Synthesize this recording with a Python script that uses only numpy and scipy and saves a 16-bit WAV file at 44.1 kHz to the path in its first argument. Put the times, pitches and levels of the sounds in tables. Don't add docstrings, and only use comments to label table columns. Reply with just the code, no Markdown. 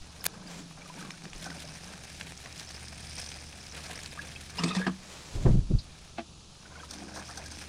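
import sys
import numpy as np
from scipy import signal
from scipy.fft import rfft, irfft
from scipy.io import wavfile
from scipy.ndimage import uniform_filter1d

SR = 44100
rng = np.random.default_rng(int(sys.argv[2]) if len(sys.argv) > 2 else 0)


def pcm_store(signal):
    levels = np.round(np.clip(np.atleast_2d(signal), -1, 1) * 32767)
    wavfile.write(sys.argv[1], SR, levels.astype(np.int16).T)


N = 338688
TIME = np.arange(N) / SR

# peak_s, level_db, swell_s, decay_s, corner_hz, fall_db_per_octave
PUFFS = [(0.013, -37, .01, 0.012, 40.3, 41), (1.36, -43, .025, .035, 40.2, 31),
         (5.362, -29, 0.013, 0.15, 89.5, 9), (5.462, -11, 0.0056, 0.016, 195, 12),
         (5.484, -15.5, 0.011, 0.056, 138, 15.5), (5.549, -12.5, 0.0046, 0.01, 185, 19.5),
         (5.586, -16, 0.026, 0.012, 160, 23.5), (5.712, -19.5, 0.0083, 0.02, 172, 17),
         (5.748, -15.5, 0.013, 0.018, 94, 16.5)]
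BREEZE_COLOUR = [(10, 0), (25, -11), (48, 2), (80, -16), (200, -25), (600, -84)]
BREEZE_DB, BREEZE_SWING_DB = -62.5, 0.5
GUST_S, GUST_DB, GUST_SWELL_S, GUST_DECAY_S = 5.5, -33, 0.045, 0.13
# time_s, level_db
ENGINE_LEVEL = [(0, -53), (.9, -65.5), (1.5, -54.5), (2.65, -52), (4.4, -49.5), (5.2, -56.5), (6.6, -55),
                (7.68, -52.5)]
# multiple_of_firing_rate, relative_level_db
ENGINE_ORDERS = [(1, -2.5), (1.601, -10.5), (2, -14.5), (3, -17.5), (4, -20)]
ENGINE_RUMBLE_COLOUR = [(30, -27), (60, -5), (80, -1), (105, -7.5), (160, -2.5), (230, -7), (400, -15),
                        (1200, -51)]
FIRING_HZ = 75.4
GARDEN_COLOUR = [(20, -5), (80, -12), (170, 2.5), (240, -24.5), (360, -15.5), (700, -15), (1100, -16.5),
                 (1320, -14), (1950, -45.5), (2600, -17.5), (4000, -14.5), (6500, -16.5), (8700, -25.5),
                 (9800, -21), (11000, -37), (15500, -82)]
GARDEN_DB = -54

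# time_s, level_db
FIRST_POUR = [(0.65, -60), (0.76, -62.5), (1.01, -51.5), (1.32, -60.5), (1.33, -50.5), (2.46, -52),
              (3.08, -48.5), (3.19, -44), (3.5, -54), (3.8, -47), (4.51, -53), (4.55, -50)]
SECOND_POUR = [(6.26, -93), (6.55, -66), (6.896, -57.5), (6.912, -52), (7.018, -55), (7.184, -53),
               (7.68, -50.5)]
# time_s, level_db
DRIBBLE = [(0.7, -73), (5.6, -69), (6.05, -61), (6.27, -71)]
# time_s, share_on_broad_leaves (0-1)
AIM = [(1.0, 0.35), (1.4, 0.64), (2.6, 0.3), (2.9, 0.93), (3.35, 0.9), (3.7, 0.3), (6.7, 0.16), (7.0, 0.9),
       (7.68, 0.77)]
GRASS_COLOUR = [(900, -35), (1500, -7.5), (2000, -7.5), (2520, -5.5), (2950, -6.5), (4000, -5), (5000, -15),
                (7000, -11), (9000, -13.5), (9900, -9.5), (11200, -27.5), (12500, -21), (14500, -28),
                (15700, -84)]
LEAVES_COLOUR = [(1500, -13.5), (2900, -30), (3300, -3.5), (3900, 0.5), (4600, 2.5), (5200, 6.5), (6200, 5),
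                 (7200, -8), (8000, -5), (8800, 1), (10000, -13.5), (11300, -25), (12400, -13),
                 (15500, -42)]
SOIL_COLOUR = [(150, -7), (300, -4.5), (750, 2.5), (1150, -5.5), (1700, 2), (2000, -2.5), (2400, 3.5),
               (2850, -4), (3600, -28), (6000, -31.5)]
# pitch_hz, width_hz, relative_level_db
LEAF_MODES = [(1720, 300, -6), (2390, 510, 4.5), (3280, 120, -2), (4430, 360, -31), (5020, 270, 7.5),
              (5470, 130, -3.5), (5170, 990, 6), (8900, 350, 3.5), (9100, 1000, 4)]
FULL_FLOW_DB = -48.5
SOIL_DB = -51
SOIL_FOLLOWS, LEAF_SHELTER_DB = 0.77, 1.5
# start_s, level_db, pitch_hz
TINKLES = [(0.208, -31.5, 4900), (0.857, -39, 5200), (1.094, -46, 5240), (1.116, -33, 5060),
           (1.299, -37, 5460), (1.36, -37, 5960), (1.412, -40, 5700), (1.462, -35, 5600)]
TINKLES_PER_S, TINKLE_DB, TINKLE_HZ = 11, 12.5, 5230

# middle_s, length_s, bubbles_db, hollow_boom_db
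GLUGS = [(0.337, 0.32, -54.5, -54.5), (0.586, 0.28, -77, -48.5), (0.828, 0.07, -56.5, -58),
         (1.034, 0.17, -55.5, -45), (1.257, 0.05, -72, -45), (1.474, 0.17, -54, -45.5),
         (1.683, 0.078, -57, -48), (1.904, 0.13, -54, -51), (2.26, 0.16, -76, -51.5),
         (2.465, 0.032, -52.5, -59), (3.772, 0.046, -52, -50.5), (3.92, 0.14, -53, -58.5),
         (4.246, 0.074, -52.5, -54), (6.762, 0.18, -55.5, -61), (7.023, 0.13, -55.5, -46.5),
         (7.125, 0.049, -55, -57), (7.19, 0.054, -50.5, -47), (7.37, 0.15, -53, -58),
         (7.603, 0.26, -75, -56)]
# pitch_hz, width_hz, relative_level_db
CAN_AIR = [
    [(171, 22.4, 7), (272, 37, -5)],
    [(192.6, 11, 4), (257, 30, 0.5), (301.6, 8.9, 0)],
]
BUBBLE_COLOUR = [(300, -10.5), (520, -3), (760, -0.5), (880, -1.5), (1020, -0.5), (1250, 0), (1380, -2.5),
                 (1600, 6), (1900, -9), (2500, -4), (4000, -50)]
SETTLED_S = 6.0
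# peak_s, level_db, swell_s, decay_s
CRACKLE = [(0.2424, -19.5, 0.00026, 0.00034), (0.2552, -23, 0.00024, 0.0003),
           (0.263, -31.5, 0.0089, 0.0015), (0.2654, -17, 0.0013, 0.00066), (0.266, -25, 0.00096, .0003)]
CRACKLE_COLOUR = [(120, -11), (200, -6), (2200, 1.5), (3890, -1), (4340, 2), (8400, -2.5), (10100, 1),
                  (11900, -8), (14000, 2), (16000, -14)]
# start_s, level_db, pitch_hz
PLINKS = [(0.472, -34.5, 4780), (.817, -38, 2300), (0.857, -43, 1180), (.899, -36, 985), (0.976, -41, 920),
          (0.992, -41, 1500), (1.012, -38, 1260), (1.025, -36.5, 1570), (1.048, -40, 1120),
          (1.09, -42, 1090), (1.137, -42, 1460), (1.455, -33.5, 1510), (1.461, -41, 760),
          (1.472, -34, 1515), (1.515, -34.5, 1505), (1.545, -43, 745), (1.562, -42, 560), (1.642, -40, 590),
          (3.897, -35, 735), (4.175, -33.5, 1210), (4.191, -25, 1650), (4.213, -37, 2600),
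          (4.359, -31, 2550), (4.361, -37, 3200), (4.75, -27.5, 1840), (4.8, -31, 460), (4.869, -38, 2840),
          (6.655, -41.5, 1490), (6.755, -37.5, 1450), (6.768, -45, 2160), (6.775, -44, 1030),
          (6.798, -40, 3250), (6.8, -38, 1540), (6.831, -37, 1255), (6.834, -39.5, 960), (6.915, -48, 1040),
          (6.93, -47, 1700), (6.985, -44, 745), (7.02, -37, 713), (7.081, -44, 1500), (7.112, -47, 683),
          (7.143, -43, 630), (7.163, -44, 1040), (7.166, -38, 1620), (7.175, -40, 755), (7.189, -37, 1060),
          (7.194, -36, 1660), (7.213, -48, 990), (7.284, -43, 1190), (7.308, -39, 1720), (7.33, -44, 1800),
          (7.373, -35.5, 1544), (7.376, -42, 780), (7.395, -38, 650), (7.414, -40, 2100),
          (7.425, -41.5, 608), (7.459, -38, 1630)]
PLINK_T60_S, PLINK_SHORTENING = 0.053, 0.43
# middle_s, length_s, level_db
AIRY_HISSES = [(0.547, .14, -47.5), (5.283, 0.46, -48.5)]
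AIRY_HISS_COLOUR = [(700, -6), (1500, -10), (2360, -9.5), (7580, -12.5), (15000, -37)]
# start_s, level_db, pitch_hz
DROPS = [(0.711, -37.5, 1200), (1.106, -27, 2210), (1.179, -40, 3000), (1.254, -31.5, 1700),
         (1.332, -30, 2460), (1.443, -29, 5500), (1.503, -28, 1910), (1.936, -33, 1500), (2.078, -38, 2000),
         (2.211, -24, 2220), (2.375, -33.5, 5900), (2.459, -30, 2000), (2.526, -32.5, 5470),
         (2.578, -33, 5450), (2.596, -30, 4780), (2.606, -31, 5600), (2.691, -32, 5540), (2.71, -33, 4350),
         (2.755, -38, 5260), (2.776, -44, 1700), (2.883, -30.5, 5130), (3.11, -32, 5050),
         (3.167, -32, 5000), (3.263, -30, 5030), (3.29, -30, 5080), (3.318, -28.5, 3320),
         (3.752, -33, 3500), (3.777, -30, 2420), (3.977, -32, 2170), (3.991, -30.5, 2100),
         (4.034, -30, 6900), (4.06, -25, 4460), (4.291, -37, 2200), (6.937, -37, 3940)]
# start_s, low_splash_db, bright_spatter_db
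SPURTS = [(0.769, -49, -59), (1.238, -48, -49), (1.458, -44.5, -44), (1.553, -49, -47), (2.706, -72, -51),
          (6.908, -43.5, -41), (6.935, -55, -43), (7.087, -48, -62), (7.156, -48, -44.5), (7.171, -51, -45),
          (7.195, -55, -45), (7.289, -47, -45), (7.373, -51, -38), (7.46, -57, -46), (7.514, -47.5, -40)]
SPURT_COLOUR = [(400, -15), (700, 10.5), (1000, 3), (1600, 4.5), (2200, -12), (4000, -58)]

# middle_s, length_s, level_db, pitch_hz
SQUEAKS = [(4.581, 0.01, -42, 4580), (4.618, 0.025, -53, 1900), (4.666, 0.02, -43, 2570),
           (4.667, 0.041, -46, 8430), (4.689, 0.017, -40.5, 3480), (4.716, 0.028, -39, 1260),
           (4.717, 0.022, -45, 3770), (4.725, 0.016, -39.5, 2610), (4.782, 0.012, -40, 2450),
           (4.826, 0.06, -37, 1684)]
SQUEAK_RISE_PER_S = 1.3
# start_s, boom_db, overtones_db, splash_db, spray_db, fall_by_40_db_s
SLAPS = [(4.591, -24.5, -34, -36, -41.5, 0.28), (4.633, -20, -20.5, -35.5, -32, 0.063),
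         (4.648, -33, -19.5, -41, -43, 0.17), (4.677, -23, -30, -51, -41, 0.28),
         (4.705, -41, -34, -39.5, -56, .1), (4.748, -47, -47, -37, -31, 0.1),
         (4.764, -16.5, -36, -37, -42, 0.12), (4.865, -17.5, -16.5, -25.5, -42, 0.063)]
# multiple_of_boom_pitch, relative_level_db, t60_s
BOOM_OVERTONES = [(1.42, -7, 0.14), (1.85, -11.5, 0.15), (2.4, -7, 0.053)]
SPLASH_COLOUR = [(180, -15), (300, 6.5), (380, -1), (429, 0), (502, -7), (710, -8), (840, -6), (1240, 2),
                 (1420, -10), (1680, -2), (2240, -12), (2520, -18), (3200, -3.5), (4160, -55), (7040, -120)]
SPRAY_COLOUR = [(1410, -14), (2400, -1.5), (2630, 6), (2930, -20), (3420, 3), (4230, 1), (4860, 3),
                (6500, -6.5), (8380, -5), (11600, -23), (15000, -59)]
BOOM_HZ = 178.6
BOOM_T60_S, BOOM_RISE_HZ_PER_S = 0.22, 50
CHURN_S, CHURN_LENGTH_S = 4.74, 0.33
CHURN_DB, CHURN_BOOM_DB, CHURN_SPRAY_DB = -47, -42, -53.5
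SETTLE_T60_S = 0.65
# start_s, level_db
HANDLE_CLICKS = [(4.5848, -31), (4.5898, -28.5), (4.866, -40)]
# pitch_hz, relative_level_db, t60_s
HANDLE_MODES = [(925, -0.5, 0.04), (2820, -1, 0.042), (5190, -0.5, 0.035)]
CHIRP_S, CHIRP_DB, CHIRP_HZ, CHIRP_RISE_HZ_PER_S = 5.788, -37.5, 4420, 9000
CHIRP_SWELL_S, CHIRP_DECAY_S, CHIRP_LENGTH_S = 0.0016, 0.017, 0.03
# start_s, level_db, contact_softness_hz
KNOCKS = [(6.1834, -28, 5000), (6.1919, -33.5, 4000), (6.1956, -46, 500), (6.204, -42, 900)]
# pitch_hz, relative_level_db, t60_s
CAN_WALL_MODES = [(228, -3.5, 0.098), (333, -3.5, 0.11), (674, 4, 0.072), (816, 4.5, 0.02),
                  (1030, -13, 0.052), (1170, -10, 0.048), (1630, -12, 0.044), (1710, -20, 0.063),
                  (2170, -11, 0.026), (2600, -7, 0.033), (3250, -9, 0.014), (4040, -9, 0.038)]
CUTOFF_HZ = 15800


def from_db(db):
    return 10 ** (np.asarray(db) / 20)


def rms_one(x):
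    return x / np.sqrt(np.mean(x ** 2) + 1e-20)


def evened(x, size):
    return x / np.sqrt(np.abs(uniform_filter1d(x ** 2, size=size)) + 1e-12)


def in_time(rows):
    s, *columns = np.transpose(rows)
    return [np.interp(TIME, s, c) for c in columns]


def passband(x, hz, kind, order=2):
    sos = signal.butter(order, np.clip(hz, 10, 0.45 * SR), kind, fs=SR, output="sos")
    return signal.sosfilt(sos, x + 1e-18)


def coloured(x, spectrum, size=8192):
    hz, db = np.transpose(spectrum)
    grid = np.maximum(np.arange(size // 2 + 1) * SR / size, 1)
    gain = from_db(np.interp(np.log(grid), np.log(hz), db))
    cepstrum = irfft(np.log(gain))
    cepstrum[1:size // 2] *= 2
    cepstrum[size // 2 + 1:] = 0
    response = irfft(np.exp(rfft(cepstrum)))
    return rms_one(signal.fftconvolve(x, response)[:N])


def drift(rate):
    r = np.exp(-80 * np.pi * rate / SR)
    chance = rng.standard_normal(N // 40 + 2002)
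    slow = signal.lfilter([1], [1, -2 * r, r * r], chance)[2000:]
    return np.interp(np.arange(N) / 40, np.arange(len(slow)), rms_one(slow))


def ring(clicks, hz, t60):
    r, w = from_db(-60 / (t60 * SR)), 2 * np.pi * hz / SR
    return signal.lfilter([0, np.sin(w)], [1, -2 * r * np.cos(w), r * r], clicks + 1e-18)


def t60_of(width_hz):
    return np.log(1000) / np.pi / width_hz


def ring_modes(contacts, modes):
    return sum((-1) ** k * from_db(db) * ring(contacts, hz, t60) for k, (hz, db, t60) in enumerate(modes))


def click(s, db):
    return from_db(db) * (np.arange(N) == round(s * SR))


def burst(s, swell, decay):
    return np.exp(np.maximum(np.minimum((TIME - s) / swell, (s - TIME) / decay), -40))


def swell(s, length, squareness):
    return np.exp(-np.minimum(np.abs(2 * (TIME - s) / length) ** squareness, 80) / 2)


def grains(per_s, spread_db, clump_db):
    sizes = from_db(spread_db * np.minimum(rng.exponential(1, N), 5)) * rng.choice([-1, 1], N)
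    return sizes * (rng.random(N) < per_s / SR) * from_db(clump_db * drift(24.0))


def wind():
    breeze = from_db(BREEZE_DB + BREEZE_SWING_DB * drift(1.9))
    gust = from_db(GUST_DB) * burst(GUST_S, GUST_SWELL_S, GUST_DECAY_S)
    out = (breeze + gust) * coloured(rng.standard_normal(N), BREEZE_COLOUR)
    for s, db, swell_s, decay_s, corner_hz, fall_db in PUFFS:
        spectrum = [(10, -4), (26, 4), (corner_hz, -2), (8 * corner_hz, -2 - 3 * fall_db), (SR / 2, -110)]
        eddies = coloured(rng.standard_normal(N), spectrum)
        out = out + from_db(db) * burst(s, swell_s, decay_s) * evened(eddies, size=900)
    return out


def engine(waver=0.00605, throb_db=2.5):
    turns = np.cumsum(FIRING_HZ * (1 + waver * drift(1.73))) / SR
    hum = 0
    for k, db in ENGINE_ORDERS:
        tone = np.sin(2 * np.pi * (k * turns + rng.random()))
        hum = hum + from_db(db + throb_db * drift(1.8)) * tone
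    rumble = from_db(-4.0) * coloured(rng.standard_normal(N), ENGINE_RUMBLE_COLOUR)
    return from_db(in_time(ENGINE_LEVEL)[0]) * (np.sqrt(2) * hum + rumble)


def garden():
    return from_db(GARDEN_DB) * coloured(rng.standard_normal(N), GARDEN_COLOUR)


def flow():
    pours = np.vstack([FIRST_POUR, SECOND_POUR])
    return np.hypot(from_db(in_time(pours)[0]), from_db(in_time(DRIBBLE)[0]))


def blades(cycles=11, tilt_db=0.5):
    hits = grains(per_s=420, spread_db=3.0, clump_db=0.0)
    pitches = np.geomspace(1700, 9500, 20)
    dealt = rng.integers(0, len(pitches), N)
    ticks = 0
    for k, hz in enumerate(pitches):
        tick = rms_one(ring(hits * (dealt == k), hz, cycles / hz))
        ticks = ticks + from_db(tilt_db * np.log2(hz / pitches[0])) * tick
    return evened(passband(ticks, [1300, 10000], "band", order=4), size=7000)


def shower():
    pouring = flow()
    share = np.clip(in_time(AIM)[0], 0, 1)
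    fat = evened(grains(per_s=170, spread_db=3.0, clump_db=2.5), size=7000)
    fat = fat * np.minimum(from_db(FULL_FLOW_DB - 3.0) / pouring, 1)
    clumps = from_db(2.7 * drift(84))
    fine = [rms_one(clumps * grains(per_s=7000, spread_db=0.5, clump_db=3.5)) for _ in range(3)]
    grass = coloured(fine[0] + from_db(-13.0) * fat, GRASS_COLOUR)
    soil = coloured(fine[1] + from_db(-1.0) * fat, SOIL_COLOUR)
    rings = 0
    for hz, width, db in LEAF_MODES:
        hits = clumps * grains(per_s=280, spread_db=4.5, clump_db=1.4)
        rings = rings + from_db(db) * rms_one(ring(hits, hz, t60_of(width)))
    rings = rms_one(passband(rings, [2000, 10000], "band"))
    leaves = rms_one(coloured(fine[2] + from_db(-4.0) * fat, LEAVES_COLOUR) + rings)
    patter = from_db(-0.5) * np.sqrt(1 - share) * grass
    patter = patter + from_db(0.3) * np.sqrt(share) * leaves + from_db(-8.5) * blades()
    soaking = from_db(SOIL_DB - LEAF_SHELTER_DB * share)
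    soaking = soaking * (pouring / from_db(FULL_FLOW_DB)) ** SOIL_FOLLOWS
    return pouring * patter + soaking * soil


def tinkles(t60=0.018, rise_per_s=26, spread_db=1.5, pitch_spread=0.066):
    out, t, pouring = np.zeros(N + SR), TIME[:SR // 20], flow()
    shape = (1 - np.exp(-t / 0.0012)) * np.exp(-np.log(1000) * t / t60)
    bubbles = [(round(s * SR), from_db(db), hz) for s, db, hz in TINKLES]
    for when, size, pitch in rng.random((round(TINKLES_PER_S * N / SR), 3)):
        hz = TINKLE_HZ * np.exp(pitch_spread * (2 * pitch - 1) * np.sqrt(3))
        start = int(when * N)
        gain = pouring[start] * from_db(TINKLE_DB + spread_db * (2 * size + 1))
        bubbles.append((start, gain, hz))
    for start, gain, hz in bubbles:
        out[start:start + len(t)] += gain * shape * np.sin(2 * np.pi * hz * t * (1 + rise_per_s * t / 2))
    return out[:N]


def hollow(pops, resonances, sway=0.04):
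    air = sum(from_db(db) * rms_one(ring(pops, hz, t60_of(width))) for hz, width, db in resonances)
    swayed_time = np.cumsum(1 + sway * drift(3.96)) / SR % (N / SR)
    swaying = np.interp(swayed_time, TIME, air)
    return evened(passband(swaying, 160, "high", order=4), size=1800)


def gurgle():
    pops = grains(per_s=600, spread_db=0.3, clump_db=4.5)
    bursts = grains(per_s=520, spread_db=1.0, clump_db=-1.0)
    pitches = np.geomspace(400, 2600, 24)
    dealt = rng.integers(0, len(pitches), N)
    cycles = 30
    rings = rms_one(sum(ring(bursts * (dealt == k), hz, cycles / hz) for k, hz in enumerate(pitches)))
    bubbles = coloured(evened(rings, size=4000) + from_db(-6.5) * rms_one(pops), BUBBLE_COLOUR)
    bubbling = booming = 0
    for s, length, bubbles_db, boom_db in GLUGS:
        shape = swell(s, length, squareness=1.85)
        bubbling = bubbling + from_db(bubbles_db) * shape
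        booming = booming + from_db(boom_db) * shape
    first, second = [hollow(pops, resonances) for resonances in CAN_AIR]
    return bubbling * bubbles + booming * np.where(TIME < SETTLED_S, first, second)


def crackle():
    shape = sum(from_db(db) * burst(s, swell_s, decay_s) for s, db, swell_s, decay_s in CRACKLE)
    return shape * coloured(rng.standard_normal(N), CRACKLE_COLOUR)


def plinks(rise=0.033, onset_s=0.0015, rough=0.55):
    out = np.zeros(N)
    wobble = rough * drift(270)
    for s, db, hz in PLINKS:
        t60 = PLINK_T60_S * (1000 / hz) ** PLINK_SHORTENING
        start = round(s * SR)
        t = TIME[:min(SR // 5, N - start)]
        span = slice(start, start + len(t))
        shape = (1 - np.exp(-t / onset_s)) * np.exp(-np.log(1000) * t / t60)
        out[span] += from_db(db) * shape * np.sin(2 * np.pi * hz * t * (1 + rise * t / t60) + wobble[span])
    return out


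def airy_hisses():
    shape = sum(from_db(db) * swell(s, length, squareness=4.1) for s, length, db in AIRY_HISSES)
    return shape * coloured(grains(per_s=7600, spread_db=-1.0, clump_db=1.5), AIRY_HISS_COLOUR)


def drops(spatter_span=2.0, tick_span=2.1):
    hiss = rng.standard_normal(N)
    ticks = rings = spatter = 0
    for s, db, hz in DROPS:
        hit = click(s, db)
        tick = passband(hit, [hz / tick_span, hz * tick_span], "band", order=1)
        ticks = ticks + tick * np.sqrt(SR / 2 / hz)
        rings = rings + ring(hit, hz, 0.0058)
        spray = rms_one(passband(hiss, [hz / spatter_span, hz * spatter_span], "band", order=1))
        spatter = spatter + from_db(db) * burst(s + 0.0013, 0.00035, 0.0018) * spray
    soft = passband(from_db(-7.0) * ticks + from_db(-7.0) * spatter, 7800, "low", order=4)
    return soft + from_db(-1.0) * rings


def spurts():
    low = sum(from_db(low_db) * burst(s + 0.0045, 0.0014, 0.021) for s, low_db, _ in SPURTS)
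    bright = sum(from_db(bright_db) * burst(s + 0.0014, 0.0023, 0.011) for s, _, bright_db in SPURTS)
    splash = coloured(grains(per_s=1500, spread_db=0.5, clump_db=4.0), SPURT_COLOUR)
    spatter = coloured(grains(per_s=2500, spread_db=1.0, clump_db=2.5), LEAVES_COLOUR)
    return low * splash + bright * spatter


def squeaks(rasp=0.048, stutter_db=4.0):
    roughness, out = 1 + rasp * drift(330), 0
    for s, length, db, hz in SQUEAKS:
        near = np.abs(TIME - s) < 2 * length
        pitch = hz * (1 + SQUEAK_RISE_PER_S * (TIME[near] - s)) * roughness[near]
        tone = np.zeros(N)
        tone[near] = np.sin(2 * np.pi * np.cumsum(pitch) / SR)
        out = out + from_db(db) * swell(s, length, squareness=3.3) * tone
    return from_db(stutter_db * drift(120)) * out


def slosh():
    churn = swell(CHURN_S, CHURN_LENGTH_S, squareness=5.3)
    settle = burst(CHURN_S + CHURN_LENGTH_S / 2, 0.01, SETTLE_T60_S / np.log(1000))
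    booming = (from_db(CHURN_BOOM_DB) * np.maximum(churn, settle)) ** 2
    splashing = (from_db(CHURN_DB) * churn) ** 2
    spraying = (from_db(CHURN_SPRAY_DB) * churn) ** 2
    boom = taps = 0
    for s, boom_db, overtones_db, splash_db, spray_db, fall_s in SLAPS:
        press = 1 - burst(s, 1, 0.0044)
        hit = click(s, overtones_db)
        overtones = sum(from_db(db) * ring(hit, k * BOOM_HZ, t60) for k, db, t60 in BOOM_OVERTONES)
        boom = boom + press * overtones
        dying = burst(s, 1, BOOM_T60_S / np.log(1000))
        booming = booming + (from_db(boom_db) * press * dying) ** 2 * (TIME > s)
        taps = taps + click(s + 0.00093, splash_db)
        shape = burst(s + 0.003, 0.0015, fall_s / np.log(100))
        splashing = splashing + (from_db(splash_db) * shape) ** 2
        spraying = spraying + (from_db(spray_db) * shape) ** 2
    rise = BOOM_RISE_HZ_PER_S * np.clip(TIME - CHURN_S, -CHURN_LENGTH_S, CHURN_LENGTH_S)
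    pitch = (BOOM_HZ + rise) * (1 + 0.04 * drift(24.7))
    tone = np.sin(2 * np.pi * np.cumsum(pitch) / SR)
    boom = boom + np.sqrt(booming) * from_db(1.8 * drift(40)) * tone
    wall = ring_modes(taps, CAN_WALL_MODES)
    cycles, froth = 36, 0
    for hz in np.geomspace(450, 8500, 28):
        froth = froth + ring(grains(per_s=70, spread_db=2.0, clump_db=1.0), hz, cycles / hz) * np.sqrt(hz)
    froth = rms_one(froth)
    coarse = rms_one(grains(per_s=2000, spread_db=1.5, clump_db=-2.0))
    fine = rms_one(grains(per_s=2000, spread_db=0.0, clump_db=2.5))
    splash = evened(coloured(coarse + from_db(-1.5) * froth, SPLASH_COLOUR), size=1100)
    spray = evened(coloured(fine + from_db(-4.5) * froth, SPRAY_COLOUR), size=3000)
    flicker = from_db(2.0 * drift(47))
    water = flicker * (np.sqrt(splashing) * splash + np.sqrt(spraying) * spray)
    return passband(boom, 130, "high") + from_db(-12.0) * wall + water


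def handle():
    return ring_modes(sum(click(s, db) for s, db in HANDLE_CLICKS), HANDLE_MODES)


def chirp(rasp=0.12):
    hz = CHIRP_HZ + CHIRP_RISE_HZ_PER_S * np.clip(TIME - CHIRP_S, 0, CHIRP_LENGTH_S)
    phase = 2 * np.pi * np.cumsum(hz * (1 + rasp * drift(427))) / SR
    return from_db(CHIRP_DB) * burst(CHIRP_S, CHIRP_SWELL_S, CHIRP_DECAY_S) * np.sin(phase)


def knock():
    contacts = sum(passband(click(s, db), hz, "low", order=1) for s, db, hz in KNOCKS)
    wall = ring_modes(contacts, CAN_WALL_MODES)
    rubbing = sum(from_db(db) * burst(s + 0.00086, 0.0062, 0.012) for s, db, _ in KNOCKS)
    scuff = rms_one(passband(rng.standard_normal(N), [400, 3200], "band"))
    return passband(from_db(-4.0) * wall + from_db(-14.5) * rubbing * scuff, 5500, "low", order=4)


def scene():
    surroundings = wind() + engine() + garden() + crackle() + airy_hisses() + chirp()
    pouring = shower() + tinkles() + gurgle() + plinks() + drops() + spurts()
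    handling = squeaks() + slosh() + handle() + knock()
    return (surroundings + pouring + handling)[None]


def record(dry):
    return signal.sosfilt(signal.ellip(10, 0.2, 80, CUTOFF_HZ, fs=SR, output="sos"), dry)


dry = scene()
out = record(dry)
pcm_store(out)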